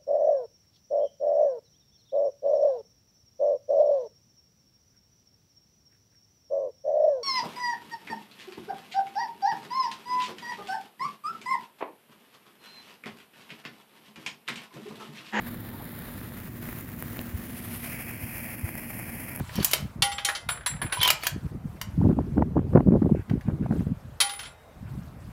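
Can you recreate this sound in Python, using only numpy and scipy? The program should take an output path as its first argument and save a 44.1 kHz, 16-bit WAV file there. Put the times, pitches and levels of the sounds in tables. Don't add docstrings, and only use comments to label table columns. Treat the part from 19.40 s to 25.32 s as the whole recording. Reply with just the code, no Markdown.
import sys
import numpy as np
from scipy import signal
from scipy.fft import rfft, irfft
from scipy.io import wavfile
from scipy.ndimage import uniform_filter1d

SR = 44100
rng = np.random.default_rng(int(sys.argv[2]) if len(sys.argv) > 2 else 0)


def inscribe(sig):
    pcm = np.round(np.clip(np.atleast_2d(sig).T, -1, 1) * 32767)
    wavfile.write(sys.argv[1], SR, pcm.astype(np.int16))


N = 261072

# pitch_hz, level_db (per Hz)
FAR_SPECTRUM = [(18, -44), (30, -13), (65, -6.5), (146, -16.5), (332, -20), (593, -13.5), (835, -17),
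                (1060, -17.5), (3480, -36), (7280, -42.5), (13400, -40.5), (15200, -46), (16500, -60)]
FAR_DB = -54
# pitch_hz, level_db (per Hz)
CLOTH_SPECTRUM = [(590, -29), (1000, 2), (1050, -5.5), (1190, -3), (6160, -16.5), (14000, -16.5),
                  (15900, -23), (16500, -48)]
# start_s, length_s, level_db
RUSTLES = [(0, 0.11, -50), (.14, 0.24, -44.5), (1.9, 0.19, -60.5), (2.27, 0.17, -61.5), (2.49, 0.21, -61),
           (2.75, 0.23, -65.5), (3.31, 0.044, -62.5), (3.57, 0.71, -66.5), (4.33, 0.068, -56),
           (4.55, 0.3, -65.5), (5.2, .25, -67), (5.5, 0.17, -60), (5.8, .12, -61.5)]
RUSTLE_RISE, RUSTLE_FALL = 270, 110
# start_s, length_s, level_db
BENCH_SCUFFS = [(3.741, 0.096, -56), (4.057, 0.041, -56.5), (4.102, 0.019, -56), (4.219, 0.058, -55.5),
                (5.455, 0.041, -57.5)]
# pitch_hz, width_hz, level_db
BENCH_TONES = [(1500, 400, 0), (2350, 700, -7)]

# time_s, wind_db
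WIND_LEVEL = [(0, -55), (.75, -53.5), (1, -78), (1.06, -53.5), (1.8, -63), (2.55, -41), (2.63, -30),
              (3.8, -29), (3.84, -77), (4.05, -70), (4.1, -27), (4.5, -43), (4.58, -55), (4.65, -45.5),
              (4.96, -85), (5.02, -62), (5.279, -77), (5.4, -44), (5.92, -46)]
# start_s, length_s, wind_db
WIND_GUSTS = [(0, .004, -19), (.19, 0.016, -20.5), (.42, 0.035, -32.5), (.575, .05, -36),
              (1.33, 0.017, -34.5), (1.44, 0.013, -27.5), (1.6, 0.021, -38.5), (1.71, 0.022, -47),
              (1.96, .01, -28.5), (2.052, 0.0081, -29.5), (2.13, .035, -31), (2.25, 0.022, -33.5),
              (2.34, 0.018, -41), (2.6, 0.11, -16), (2.785, 0.018, -15), (2.97, 0.053, -17.5),
              (3.165, .02, -14), (3.352, 0.029, -9), (3.475, 0.095, -15), (3.625, 0.12, -18.5),
              (3.91, 0.067, -24.5), (4.088, 0.021, -20.5), (4.205, .055, -25), (4.3, .12, -23.5),
              (4.47, .05, -28), (5.5, 0.09, -37)]
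GUST_RISE, GUST_FALL = 596, 650
# pitch_hz, level_db, follow (dB gained per dB of wind)
EDDIES = [(45, -9.5, 0.38), (71.6, -3, 0.52), (115, 2.5, 0.61), (176.0, 0.5, 0.77), (272.7, -5.5, 1.167),
          (423.6, -18, 1.61), (712, -27.5, 1.65), (1200, -36, 1.26), (2024, -53, 0.89)]
# time_s, level_db, edge_db (rough flick against the swing)
STRONG_BUFFETS = [(0.1863, -16, -19), (0.208, -16, -30), (2.604, -18, -32), (2.6248, -11, -37),
                  (2.672, -9, -41), (2.6999, -8.5, -43), (2.715, -14.5, -22), (2.7303, -12.5, -25),
                  (2.787, -12, -37), (2.9705, -11, -45), (2.981, -8.5, -18.5), (3.0241, -11.5, -12),
                  (3.1787, -11.5, -20.5), (3.193, -12, -24), (3.335, -22, -14), (3.358, -9, -15),
                  (3.375, -6, -16), (3.407, -11.5, -17.5), (3.48, -16, -35), (3.509, -11, -31),
                  (3.523, -14.5, -19), (3.5356, -12, -37), (3.573, -14, -32), (3.622, -9, -24),
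                  (3.6493, -15, -41.5), (3.7143, -13.5, -34), (3.914, -18, -18.5), (3.939, -12.5, -42),
                  (4.086, -15.5, -17), (4.213, -13, -40), (4.263, -21, -14), (4.3116, -12, -18),
                  (4.326, -21, -14), (4.408, -15, -30), (4.4711, -17, -30.5)]
BUFFET_HZ, BUFFET_HZ_PER_DB = 280.4, 6.5
BUFFET_SPREAD = .25

# time_s, level_db, treble_db, strongest_ring_db (steel), case_ring_db (case inside)
BOLT_KNOCKS = [(0.093, -25, -32, -48, -70), (0.156, -22.5, 0, -54, -50), (0.2288, -19, -6.5, -43, -38.5),
               (0.2464, -3.5, 10, -42, -30), (0.313, -15.5, 4, -39.5, -33.5),
               (0.3344, -4, -7.5, -18, -30.5), (1.6309, -8, -4.5, -9, -42), (1.6496, -16.5, -7, -25, -33),
               (1.6768, -6, -9, -38, -28), (1.7037, -2.5, -7.5, -37, -39), (1.835, -17.5, -13, -48, -38),
               (1.8687, -7, -4.5, -37, -58), (2.4146, -16.5, -7.5, -41.5, -55),
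               (3.8978, -27, -25, -74, -70), (4.0102, -32.5, -23, -70, -70)]
# pitch_hz, level_db (per Hz)
KNOCK_SPECTRUM = [(180, -50.5), (300, -16), (2380, -3.5), (3280, -5), (4280, -4.5), (7560, -6.5),
                  (9080, -8), (13800, -1), (16300, -14)]
# pitch_hz, level_db, time_to_fall_60_db_s
ACTION_TONES = [(3110, 0, .05), (1000, -8, .035), (1770, -13, .02), (2300, -11, .025), (2500, -12, .03),
                (2930, -10, .03), (3400, -14, .025), (3900, -14, .025), (4480, -13, .025), (5600, -17, .02),
                (7300, -18, .02), (13000, -16, .02), (14300, -16, .04)]
KNOCK_T60_S = 0.041
ACTION_RING_DB = -29
# start_s, length_s, friction_db, treble_db (against the mids)
BOLT_STROKES = [(0.166, 0.093, -38.5, -5), (0.32, 0.017, -36, -2.5), (1.635, .065, -25, -7),
                (1.85, .015, -34, -3)]
STROKE_RISE, STROKE_FALL = 265, 580

# time_s, level_db, treble_db, frame_ring_db, case_ring_db, lowest_case_tone_db
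CASE_LANDINGS = [(0.6228, -2.5, -10, -20.5, -24, -45), (0.7178, -22, -24, -37.5, -39, -31),
                 (0.7825, -18, -36, -34, -45, -60), (0.8494, -9, -1, -25, -29, -35),
                 (0.8881, -10.5, -30, -44, -32, -49), (0.9512, -18, -16, -33, -46, -46),
                 (1.0897, -11, -27, -42.5, -26, -28.5), (1.2623, -12.5, -15, -46.5, -26, -22),
                 (1.4176, -14, -38.5, -50, -30, -37), (1.5246, -12.5, -28.5, -40, -26.5, -35),
                 (1.6135, -15.5, -29, -31, -28.5, -30), (4.8042, -3, -3.5, -36, -22.5, -50),
                 (4.8112, -6.5, -9, -23, -27, -45), (4.8664, -32, -12, -46, -49, -45),
                 (4.8944, -22, -15, -40.5, -37, -60), (4.935, -30, -25, -47, -37, -46),
                 (4.9917, -24, -19, -40, -39.5, -48), (5.0315, -28, -23, -45, -54, -46),
                 (5.054, -29, -25, -45, -48.5, -50)]
# pitch_hz, level_db (per Hz)
CLACK_SPECTRUM = [(180, -45.5), (300, -27), (1580, -9), (1930, -11), (2480, -8.5), (3760, -1.5),
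                  (9090, -11), (9880, -3.5), (14500, -24), (16000, -36.5)]
# pitch_hz, level_db, time_to_fall_60_db_s
BRASS_TONES = [(7612, 0, .22), (9700, -13, .2), (9865, 0, .26), (9885, -7, .26), (11500, -30, .1),
               (14040, -12, .18), (14075, -20, .18)]
# pitch_hz, level_db, time_to_fall_60_db_s
FRAME_TONES = [(807, 0, .42), (533, -14, .2), (1147, -15, .3), (1416, -14, .4), (1930, -12, .4),
               (2062, -14, .5), (2085, -36, 1.6), (2250, -2, .1), (2600, -22, .45), (3128, -1, .19),
               (3440, -20, .3), (3690, -3, .1), (3750, -37.5, 1.8), (4400, -3, .08), (4850, -22, .3),
               (5483, -21, .3), (5700, -22, .3), (6315, -19, .2)]
CLACK_T60_S, T60_S_PER_DB = .058, -.0022
HUM_DB = -2.5
HUM_GROWTH = .6
GROUND_LOWS = .4
# time_s, level_db
DULL_TAPS = [(1.156, -32), (1.1737, -24), (1.2092, -28), (1.235, -32), (1.312, -26), (1.3376, -25),
             (1.365, -28), (1.39, -32), (1.4648, -23), (1.498, -25), (1.5208, -21)]
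TAP_TREBLE_DB, TAP_T60_S = -46.5, .045
STILLED_TIMES = [1.632, 5.13]
STOP_S = .012

# pitch_hz, time_to_fall_60_db_s
SHELTER_FADE = [(400, 0.42), (1000, 0.35), (2800, 0.24), (7400, 0.22), (15000, 0.1)]
EDGE_HZ = 16000


def gain_of(db):
    return 10 ** (np.asarray(db) / 20)


def evened(x):
    return x / np.sqrt(np.mean(x ** 2) + 1e-20)


def read(points, hz):
    f, value = np.transpose(points)
    return np.interp(np.log(hz + 1), np.log(f + 1), value)


def add(mix, s, sound):
    part = mix[round(s * SR):][:len(sound)]
    part += sound[:len(part)]


def coloured(x, db_of):
    hz = np.fft.rfftfreq(len(x), 1 / SR)
    return irfft(rfft(x) * gain_of(db_of(hz)), len(x))


def spells(rows, rise, fall):
    start, length, db = np.transpose(rows)[:3, :, None]
    t = np.arange(0, N + 64, 64) / SR
    before = np.maximum(start - t, 0)
    after = np.maximum(t - start - length, 0)
    each_db = db - rise * before - fall * after
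    return np.interp(np.arange(N) / SR, t, each_db.max(0))


def patchy(spectrum, patchy_db, size):
    frames, hz = 4 * N // size + 5, np.fft.rfftfreq(size, 1 / SR)
    real, imaginary, patches = rng.standard_normal((frames, len(hz), 3)).T
    patches = uniform_filter1d(patches, size=9, axis=0)
    patches = evened(uniform_filter1d(patches, size=12, axis=1))
    level_db = read(spectrum, hz)[:, None] + patchy_db * patches
    spectra = (real + 1j * imaginary) * gain_of(level_db)
    return evened(signal.istft(spectra, nperseg=size, noverlap=3 * size // 4)[1][:N])


def background():
    far = gain_of(FAR_DB) * patchy(FAR_SPECTRUM, patchy_db=2.0, size=1024)
    rustle_gain = gain_of(spells(RUSTLES, RUSTLE_RISE, RUSTLE_FALL))
    out = far + rustle_gain * patchy(CLOTH_SPECTRUM, patchy_db=3.0, size=256)
    for s, length, db in BENCH_SCUFFS:
        noise = rng.standard_normal(round(length * SR))
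        wood = np.zeros(len(noise))
        for hz, width_hz, tone_db in BENCH_TONES:
            b, a = signal.iirpeak(hz, hz / width_hz, SR)
            wood += gain_of(tone_db) * signal.filtfilt(b, a, noise)
        add(out, s, gain_of(db) * evened(wood) * signal.windows.tukey(len(noise), .4))
    return out


def puff(hz, edge_db, turns=0.45):
    t = np.arange(-1500, 1500) / SR
    swing = np.exp(-.5 * (t * hz / turns) ** 2) * np.cos(2 * np.pi * (hz * t + rng.uniform(-0.11, 0.1)))
    flick_spectrum = [(300, -3.5), (700, 9.0), (1600, -7.0), (2800, -25), (4000, -52)]
    flick = coloured(rng.standard_normal(len(t)), lambda f: read(flick_spectrum, f))
    edge = evened(flick) * np.exp(-.5 * (t / 0.0021) ** 2)
    return rng.choice([-1, 1]) * (swing + gain_of(edge_db) * edge)


def wind():
    s, db = np.transpose(WIND_LEVEL)
    steady_db = np.interp(np.arange(N) / SR, s, db)
    wind_db = np.maximum(steady_db, spells(WIND_GUSTS, GUST_RISE, GUST_FALL))
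    out = np.zeros(N)
    for hz, level_db, follow in EDDIES:
        draw, sign, luck = rng.random((N, 3)).T
        happens = draw < 130 * (115 / hz) ** .4 / SR
        strength = gain_of(-3. * np.log(luck + 0.00078))
        train = happens * np.sign(sign - .5) * strength
        eddies = evened(signal.oaconvolve(train, puff(hz, -60), "same"))
        out += eddies * gain_of(-37.0 + level_db + follow * (wind_db + 31))
    for s, db, edge_db in STRONG_BUFFETS:
        middle_hz = BUFFET_HZ + BUFFET_HZ_PER_DB * db
        hz = middle_hz * (1 + BUFFET_SPREAD * (rng.random() - .5))
        add(out, s - 1500 / SR, gain_of(db) * puff(hz, edge_db))
    return out


def tilt(hz, treble_db):
    return read([(2000, 0.00079), (9000, treble_db)], hz)


def burst(db_of, t60, rise, spike_db, treble_haste=0.87):
    t = np.arange(8192) / SR
    noise, bands = rng.standard_normal((len(t), 2)).T
    bands = uniform_filter1d(uniform_filter1d(bands, size=40), size=40)
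    bands_db = 2 * evened(bands)[:len(t) // 2 + 1]
    x = evened(coloured(noise, lambda hz: db_of(hz) + bands_db))
    highs = coloured(x, lambda hz: read([(3500, -50.5), (6000, -6)], hz))
    fall_db = -60 * t / np.clip(t60, .008, .3)
    tail = (x - highs) * gain_of(fall_db) + highs * gain_of(treble_haste * fall_db)
    spike = x * gain_of(spike_db) * np.exp(-t / 0.0021)
    return 0.32 * (1 - np.exp(-t / rise)) * (tail + spike)


def ring(modes, first_db, rest_db, cycles, first_cycles, spin_db=0., scatter_db=0.0):
    hz, db, t60 = np.transpose(modes)[:, :, None]
    t = np.arange(round(SR * min(t60.max(), .9))) / SR
    luck, phase, spin, start = rng.random((len(modes), 4)).T[:, :, None]
    first = hz == hz[0]
    level_db = db + np.where(first, first_db, rest_db) + scatter_db * 3.1 * (luck - .5)
    waver_hz = 4.2 + 20. * spin
    level_db = level_db + spin_db * np.sin(2 * np.pi * (waver_hz * t + start))
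    build = 1 - np.exp(-t * hz / np.where(first, first_cycles, cycles))
    tones = gain_of(level_db - 60 * t / t60) * np.sin(2 * np.pi * (hz * t + phase)) * build
    return tones.sum(0)


def slide(row):
    draw, luck, hiss = rng.random((N, 3)).T
    grains = (draw < 1300 / SR) * gain_of(-4.5 * np.log(luck + 0.00057))
    mode = rng.integers(0, len(ACTION_TONES), N)
    t = np.arange(2000) / SR
    grit = np.zeros(N)
    for k, (hz, db, t60) in enumerate(ACTION_TONES):
        tone = gain_of(min(db, -9.5) - 65 * t / t60) * np.sin(2 * np.pi * hz * t)
        grit += signal.oaconvolve(grains * (mode == k), tone)[:N]
    steel_hiss = coloured(hiss - .5, lambda hz: read(KNOCK_SPECTRUM, hz))
    rub = evened(evened(grit) + 0.77 * evened(steel_hiss))
    highs = coloured(rub, lambda hz: read([(4500, -36.0), (7000, 5.5)], hz))
    balanced = rub + (gain_of(row[3]) - 1) * highs
    return gain_of(spells([row], STROKE_RISE, STROKE_FALL)) * balanced


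def bolt():
    out = np.zeros(N)
    held = np.multiply(BRASS_TONES, [1, 1, .5])[1:]
    for s, db, treble_db, strongest_db, brass_db in BOLT_KNOCKS:
        steel = ring(ACTION_TONES, strongest_db, db + ACTION_RING_DB,
                     cycles=3.4, first_cycles=9.2, scatter_db=0.5)
        brass = ring(held, brass_db, brass_db, cycles=27.0, first_cycles=27., spin_db=7.0)
        knock = burst(lambda hz: read(KNOCK_SPECTRUM, hz) + tilt(hz, treble_db),
                      KNOCK_T60_S, rise=0.001, spike_db=4.5 + .4 * db)
        for sound in (steel, brass, gain_of(db) * knock):
            add(out, s - .001, sound)
    return out + sum(slide(row) for row in BOLT_STROKES)


def case():
    clacks, rings = np.zeros((2, N))
    for s, db, treble_db, frame_db, brass_db, lowest_db in CASE_LANDINGS:
        hum_db = frame_db + HUM_DB + HUM_GROWTH * (frame_db + 23.)
        frame = ring(FRAME_TONES, hum_db, frame_db, cycles=8.9, first_cycles=21.0, spin_db=1.8, scatter_db=1.2)
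        add(rings, s - .001, frame)
        brass = ring(BRASS_TONES, lowest_db, brass_db, cycles=4.3, first_cycles=160.0, spin_db=1.5)
        next_stop = min(stop for stop in STILLED_TIMES if stop > s)
        late = s + np.arange(len(brass)) / SR - next_stop
        add(rings, s - .001, brass * np.exp(-np.maximum(late, 0) / STOP_S))
        lows = [(1900, GROUND_LOWS * (db - frame_db - 26.)), (2700, 0)]
        clack = burst(lambda hz: read(CLACK_SPECTRUM, hz) + read(lows, hz) + tilt(hz, treble_db),
                      CLACK_T60_S + T60_S_PER_DB * db, rise=.0022, spike_db=1.5 + .3 * db)
        add(clacks, s - .0015, gain_of(db) * clack)
    for s, db in DULL_TAPS:
        tap = burst(lambda hz: read(CLACK_SPECTRUM, hz) + tilt(hz, TAP_TREBLE_DB),
                    TAP_T60_S, rise=.003, spike_db=-6.)
        add(clacks, s - .0015, gain_of(db) * tap)
    return clacks, rings


def shelter(x):
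    taps = np.zeros(SR // 2)
    at = np.arange(200, len(taps) - 20, 20)
    taps[at + rng.integers(0, 20, len(at))] = rng.choice([-1., 1.], len(at))
    hz, t, spectra = signal.stft(taps, SR, nperseg=256)
    fade = gain_of(-60 * t / read(SHELTER_FADE, hz)[:, None])
    tail = signal.istft(spectra * fade, SR, nperseg=256)[1]
    return signal.fftconvolve(x, tail / np.linalg.norm(tail))[:N]


def scene():
    clacks, rings = case()
    blows = bolt() + clacks
    echo = gain_of(-9.5) * shelter(blows)
    return (blows + echo + rings + wind() + background())[None]


def record(dry):
    bass_cut = signal.butter(2, 45., "high", fs=SR, output="sos")
    thin = signal.sosfilt(bass_cut, dry)
    rounded = .9 * np.tanh(thin / .9)
    band_limit = signal.firwin(151, EDGE_HZ, window=("kaiser", 9), fs=SR)
    return signal.oaconvolve(rounded, band_limit[None], "same")


dry = scene()
out = record(dry)
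inscribe(out)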